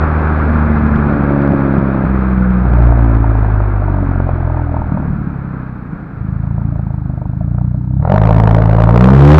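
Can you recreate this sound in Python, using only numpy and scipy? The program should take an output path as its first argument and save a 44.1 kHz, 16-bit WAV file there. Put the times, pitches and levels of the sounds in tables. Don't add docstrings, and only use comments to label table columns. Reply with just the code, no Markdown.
import sys
import numpy as np
from scipy import signal
from scipy.fft import rfft, irfft
from scipy.io import wavfile
from scipy.ndimage import uniform_filter1d

SR = 44100
rng = np.random.default_rng(int(sys.argv[2]) if len(sys.argv) > 2 else 0)


def put_to_file(sound):
    columns = np.atleast_2d(sound).T
    safe = np.clip(columns, -1, 1)
    whole_steps = np.round(safe * 32767)
    wavfile.write(sys.argv[1], SR, whole_steps.astype(np.int16))


N = 414099
T = np.arange(N) / SR

# (time [s], firing rate [Hz])
FIRING_RATE = [(0.0, 77.9), (0.53, 76.17), (1.4, 70.35), (2.01, 65.94), (2.55, 61.92), (2.86, 58.64),
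               (3.81, 49.14), (4.16, 45.61), (4.85, 38.9), (5.23, 35.34), (5.61, 32.16), (6.06, 28.25),
               (6.26, 26.39), (6.65, 28.56), (7.16, 24.89), (7.34, 25.93), (7.53, 30.04), (7.85, 30.83),
               (7.99, 33.7), (8.16, 51.97), (8.24, 54.54), (8.7, 54.62), (8.88, 56.69), (9.13, 66.36),
               (9.39, 78.03)]
# (centre [Hz], half-width [Hz], lift [dB])
PIPE_RESONANCES = [(135, 11, 4), (184.4, 8, 8), (226, 5.3, 10), (281, 10, 11), (331.6, 12, 9),
                   (389, 3.3, 7), (500, 11, 10.5), (554, 23, 9)]
# (frequency [Hz], order level [dB])
OVERRUN_ORDERS = [(62, -16), (77, -14), (130, -25.5), (160, -21), (190, -21), (220, -21.5), (232, -33),
                  (340, -36.5), (600, -51)]
# (frequency [Hz], order level [dB])
BURBLE_ORDERS = [(40, -15), (58, -7.5), (112, -11.5), (135, -18.5), (170, -33.5), (235, -31.5), (340, -33),
                 (480, -45)]
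# (frequency [Hz], order level [dB])
LOADED_ORDERS = [(37, -27.5), (55, -12), (75, -10), (110, -8), (140, -11), (165, -13.5), (205, -16),
                 (222, -26.5), (290, -24.5)]
# (frequency [Hz], relative level [dB])
TYRE_SPECTRUM = [(150, 2), (350, 2.5), (470, -1.5), (680, -2.5), (1000, -3), (1350, 0), (1680, -6),
                 (1850, -14), (2450, -18), (2850, -33), (4200, -37.5), (8000, -66.5)]
# (frequency [Hz], relative level [dB])
RUMBLE_SPECTRUM = [(15, -18), (35, 1.5), (70, -0.5), (130, 2), (200, 3), (300, -4.5), (450, -33.5),
                   (1000, -67.5)]
# (frequency [Hz], relative level [dB])
HISS_SPECTRUM = [(2500, -16.5), (4000, 1), (5200, -9), (8000, -30.5)]
# (start [s], end [s], level [dB])
RUMBLE_GUSTS = [(.3, 1.2, -23), (2.5, 2.8, -25), (4.7, 5.15, -26.5), (8.0, 9.39, -25.5)]
# (start [s], end [s], level [dB])
EDGE_SPELLS = [(.8, 2.03, -20.5), (2.7, 4.7, -29), (8.0, 9.39, -29.5)]
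# (frequency [Hz], relative level [dB])
EDGE_SPECTRUM = [(200, -39), (290, 8.5), (350, 2), (450, -16.5), (560, -0.5), (750, -13), (1100, -21.5),
                 (4000, -83.5)]
# (time [s], level [dB])
LATE_BURNS = [(1.502, -2), (1.53, -5), (1.779, 1), (2.048, 0.5), (4.919, -3.5), (5.078, -11), (5.93, -11.5)]
# (start [s], end [s], level at the start [dB])
RATTLE_BOUTS = [(2.6, 4.15, -26), (4.2, 4.95, -28), (6.35, 7.9, -37), (8.0, 9.39, -17.5)]
# (time [s], level [dB])
TAILPIPE_KNOCKS = [(3.603, -9.5), (4.202, -9.5), (4.545, -15), (7.584, -18.5)]
# (frequency [Hz], t60 [s], relative level [dB])
TAILPIPE_MODES = [(619.54, 0.051, 4), (708, 0.059, -0.5), (774, 0.03, 1.5), (914, 0.032, 4),
                  (970, .025, -12), (1260, 0.007, -12)]
# (frequency [Hz], relative level [dB])
PUMPING_SPECTRUM = [(30, -6), (65, 1), (100, 0), (135, 7.5), (175, 4.5), (240, -8), (290, -9), (360, -21.5),
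                    (450, -38), (900, -83)]
# (frequency [Hz], relative level [dB])
FIRED_SPECTRUM = [(18, -40), (30, -7), (48, 3.5), (125, 9), (192, 2), (253, -45.5), (285, -1), (308, -27.5),
                  (344, -19.5), (420, -56.5), (550, -99), (920, -120)]
# (frequency [Hz], relative level [dB])
GAS_SPECTRUM = [(200, -33), (470, 0.5), (750, -5.5), (1050, -6), (1350, -12), (1800, -20), (2500, -33.5),
                (6000, -78)]

BURBLE_S, THUMPS_S, FUEL_S, THROTTLE_S = 2.55, 4.77, 6.15, 7.99
BURBLE_RISE_S, THUMPS_RISE_S, FUEL_RISE_S, THROTTLE_RISE_S = 0.27, 0.2, 0.078, 0.05
BURBLE_SAG_DB_PER_S = 4.5
HARD_FROM_S, HARD_TO_S, HARD_THIN_DB, HARD_GROW_DB = 0.84, 2.03, -6, 3
ROAR_DB, SLOWING_PER_S, ROAR_POWER = -17.5, 0.098, 2.27
IDLE_HZ, PUMPING_DB, FIRED_DB, THUMP_DB_PER_HZ = 27.63, -27.5, -16, 0.97
LOAD_HZ, WAVE_DB_PER_HZ, BARK_DB, BARK_DB_PER_HZ = 52.81, 0.5548, -20, 0.38
HOT_RATIO, CREST_LAG_S = 1.045, 0.003297
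TOP_HZ = 15600


def undb(db):
    return 10 ** (np.asarray(db) / 20)


def curves(rows):
    times_s, *columns = np.transpose(rows)
    return [np.interp(T, times_s, column) for column in columns]


def fade(start_s, end_s):
    return np.clip((T - start_s) / max(end_s - start_s, 1 / SR), 0, 1)


def spell(start_s, end_s, attack_s, release_s):
    return fade(start_s, start_s + attack_s) * (1 - fade(end_s, end_s + release_s))


def bouts(rows, attack_s, release_s, sag_db_per_s=0):
    gain = 0
    for start_s, end_s, db in rows:
        level = undb(db - sag_db_per_s * (T - start_s))
        gain = gain + spell(start_s, end_s, attack_s, release_s) * level
    return gain


def unit(x):
    return x / np.std(x)


def noise():
    return rng.standard_normal(N)


def walk(rate_hz):
    width = int(SR / rate_hz)
    once = uniform_filter1d(noise(), width, mode="wrap")
    return unit(uniform_filter1d(once, width, mode="wrap"))


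def ring(x, response):
    return signal.fftconvolve(x, response)[:N]


def colour(x, points, size=8192):
    points_hz, db = np.transpose(points)
    freqs_hz = np.maximum(np.arange(size // 2 + 1) * SR / size, 1)
    gain = undb(np.interp(np.log(freqs_hz), np.log(points_hz), db))
    cepstrum = irfft(np.log(gain))
    cepstrum[1:size // 2] *= 2
    cepstrum[size // 2 + 1:] = 0
    return ring(x, irfft(np.exp(rfft(cepstrum))))


def butter(x, cutoff_hz, kind, order=2):
    sos = signal.butter(order, min(cutoff_hz, SR / 2 - 1), kind, fs=SR, output="sos")
    return signal.sosfilt(sos, x)


def blows(rows):
    out = np.zeros(N)
    for time_s, db in rows:
        out[int(time_s * SR)] += undb(db)
    return out


def strength(turns, scatter_db, limp_db):
    firing = np.round(turns).astype(int)
    scatter = scatter_db * rng.standard_normal(size=1024)[firing]
    return undb(scatter + limp_db * (firing % 2 - 1.5))


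def pulses(turns, hz):
    return np.diff(np.floor(turns), prepend=0) / np.sqrt(hz)


def orders(hz, spectrum, count, heat=1):
    freqs_hz = np.arange(1, 1000)
    points_hz, db = np.transpose(spectrum)
    response_db = np.interp(np.log(freqs_hz), np.log(points_hz), db)
    for centre_hz, width_hz, lift_db in PIPE_RESONANCES:
        offset = (freqs_hz - heat * centre_hz) / width_hz
        response_db = response_db + lift_db * np.exp(-0.5 * offset ** 2)
    return [np.interp(k * hz, freqs_hz, response_db) for k in range(1, count + 1)]


def drone(levels_db, turns, skew_rad, scatter_db, limp_db):
    wave = 0
    for k, db in enumerate(levels_db, 1):
        wave = wave + undb(db) * np.cos(2 * np.pi * k * turns + skew_rad)
    firing_gain = uniform_filter1d(strength(turns, scatter_db, limp_db), size=200)
    return np.sqrt(2) * wave * firing_gain


def coast(turns, hz):
    hard = spell(HARD_FROM_S, HARD_TO_S, attack_s=0.5, release_s=0.08)
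    first, *upper = orders(hz, OVERRUN_ORDERS, count=8)
    light_db = np.array([first + HARD_THIN_DB * hard] + [db + HARD_GROW_DB * hard for db in upper])
    sag_db = BURBLE_SAG_DB_PER_S * (T - BURBLE_S - BURBLE_RISE_S)
    deep_db = np.array(orders(hz, BURBLE_ORDERS, count=8)) - sag_db
    levels_db = light_db + fade(BURBLE_S, BURBLE_S + BURBLE_RISE_S) * (deep_db - light_db)
    return drone(levels_db, turns, skew_rad=-2.3, scatter_db=1.32, limp_db=-0.04)


def road(turns, hiss_db=-73, rumble_db=-29):
    speed = np.maximum(1 - SLOWING_PER_S * np.minimum(T, THROTTLE_S), 0)
    stir_db = 0.71 * walk(40) + 0.45 * np.cos(2 * np.pi * turns)
    roar = unit(colour(noise() * undb(stir_db), TYRE_SPECTRUM)) * undb(ROAR_DB) * speed ** ROAR_POWER
    gusts = undb(rumble_db) + bouts(RUMBLE_GUSTS, attack_s=0.17, release_s=0.25)
    rumble = unit(colour(noise(), RUMBLE_SPECTRUM)) * gusts * undb(2 * walk(8.8))
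    hiss = unit(colour(noise(), HISS_SPECTRUM)) * undb(hiss_db)
    return roar + rumble + hiss


def edge(turns, hz, dull_hz=400):
    fronts = pulses(turns, hz) * strength(turns, scatter_db=2.0, limp_db=-6.0)
    buzz = colour(fronts, EDGE_SPECTRUM)
    steep = np.clip((hz - 52) / 14, 0, 1)
    rounded = signal.sosfiltfilt(signal.butter(4, dull_hz, fs=SR, output="sos"), buzz)
    mixed = unit(rounded + steep * (buzz - rounded))
    return mixed * bouts(EDGE_SPELLS, attack_s=0.62, release_s=0.075)


def thuds(ring_hz=160, length_s=0.003):
    t = T[:SR // 10]
    swell = t / length_s * np.exp(1 - t / length_s)
    return ring(blows(LATE_BURNS), -np.sin(2 * np.pi * ring_hz * t) * swell)


def tailpipe(turns, hz, clack_hz=1300, clack_decay_s=0.0012):
    t = T[:SR // 10]
    modes = []
    for mode_hz, t60_s, db in TAILPIPE_MODES:
        decay = np.exp(-np.log(1000) * t / t60_s)
        modes.append(undb(db) * np.sin(2 * np.pi * mode_hz * t) * decay)
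    jolts = pulses(turns, hz) * strength(turns, scatter_db=2.6, limp_db=2.5)
    ringing = unit(sum(ring(jolts * rng.uniform(-0.73, 1, N), mode) for mode in modes))
    rattle = ringing * bouts(RATTLE_BOUTS, attack_s=0.12, release_s=0.21, sag_db_per_s=2.0)
    clack = np.sin(2 * np.pi * clack_hz * t) * np.exp(-t / clack_decay_s) + 0.2 * sum(modes)
    return butter(rattle + ring(blows(TAILPIPE_KNOCKS), clack), 1500, "low", order=6)


def chug(turns, hz, lead_s=0.00515, echo_s=0.0158, echo_gain=0.22):
    beat = pulses(turns + lead_s * hz, hz)
    fuel = fade(FUEL_S, FUEL_S + FUEL_RISE_S)
    pumping = unit(colour(beat * strength(turns, scatter_db=1.6, limp_db=0.5), PUMPING_SPECTRUM))
    fired = unit(colour(beat * strength(turns, scatter_db=0.4, limp_db=0.3), FIRED_SPECTRUM))
    thumps = -(1 - fuel) * pumping * undb(PUMPING_DB) - fuel * fired * undb(FIRED_DB)
    echoed = thumps + echo_gain * np.interp(T - echo_s, T, thumps)
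    eased_db = -4.5 * spell(7.66, 7.87, attack_s=0.19, release_s=0.14)
    return echoed * undb(THUMP_DB_PER_HZ * (hz - IDLE_HZ) + eased_db)


def pull(turns, hz):
    levels_db = orders(hz, LOADED_ORDERS, count=4, heat=HOT_RATIO)
    waves = drone(levels_db, turns, skew_rad=0.36, scatter_db=0.36, limp_db=1.8)
    return waves * undb(WAVE_DB_PER_HZ * (hz - LOAD_HZ))


def rasp(turns, hz, lead_s=0.00139, burst_s=0.0016, between=0.18, shock_db=-5, spit_db=-14, build_s=0.14):
    front = turns + lead_s * hz
    from_front_s = ((front + 0.5) % 1 - 0.5) / hz
    size = strength(turns, scatter_db=2.5, limp_db=2.0)
    burst = between + size * np.exp(-0.5 * (from_front_s / burst_s) ** 2)
    gas = unit(colour(noise() * burst, GAS_SPECTRUM))
    shock = unit(colour(pulses(front, hz) * size, GAS_SPECTRUM))
    spit_band = butter(butter(noise() * burst, 1000, "high"), 2100, "low")
    spit = unit(spit_band) * (hz / hz[-1]) ** 5.88
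    bark_db = BARK_DB + BARK_DB_PER_HZ * np.maximum(hz - LOAD_HZ, 0)
    mixed = gas + undb(shock_db) * shock + undb(spit_db) * spit
    return mixed * undb(bark_db) * fade(THROTTLE_S, THROTTLE_S + build_s)


def turbo(whine_hz=4000, width_hz=500, whine_db=-63, spool_s=0.13):
    slow_noise = unit(butter(noise(), width_hz / 2, "low"))
    band = slow_noise * np.sqrt(2) * np.sin(2 * np.pi * whine_hz * T)
    return band * undb(whine_db) * fade(THROTTLE_S, THROTTLE_S + spool_s)


def scene():
    hz, = curves(FIRING_RATE)
    turns = np.cumsum(hz * (1 + 0.001 * walk(30))) / SR
    loaded_turns = turns - CREST_LAG_S * hz
    slow = fade(THUMPS_S, THUMPS_S + THUMPS_RISE_S)
    throttle = fade(THROTTLE_S, THROTTLE_S + THROTTLE_RISE_S)
    note = coast(turns, hz) * (1 - slow)
    note = note + chug(turns, hz) * slow * (1 - throttle)
    note = note + pull(loaded_turns, hz) * throttle
    exhaust = note + edge(turns, hz) + thuds() + rasp(loaded_turns, hz)
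    return (exhaust + road(turns) + tailpipe(turns, hz) + turbo())[None]


def record(dry, ceiling=0.98, hiss_db=-77.0):
    clipped = butter(np.clip(dry, -ceiling, ceiling), 9, "high", order=1)
    sound = butter(clipped, 5000, "low", order=2) + undb(hiss_db) * noise()
    band_limit = signal.ellip(8, 0.2, 70, TOP_HZ, fs=SR, output="sos")
    return signal.sosfilt(band_limit, sound)


dry = scene()
out = record(dry)
put_to_file(out)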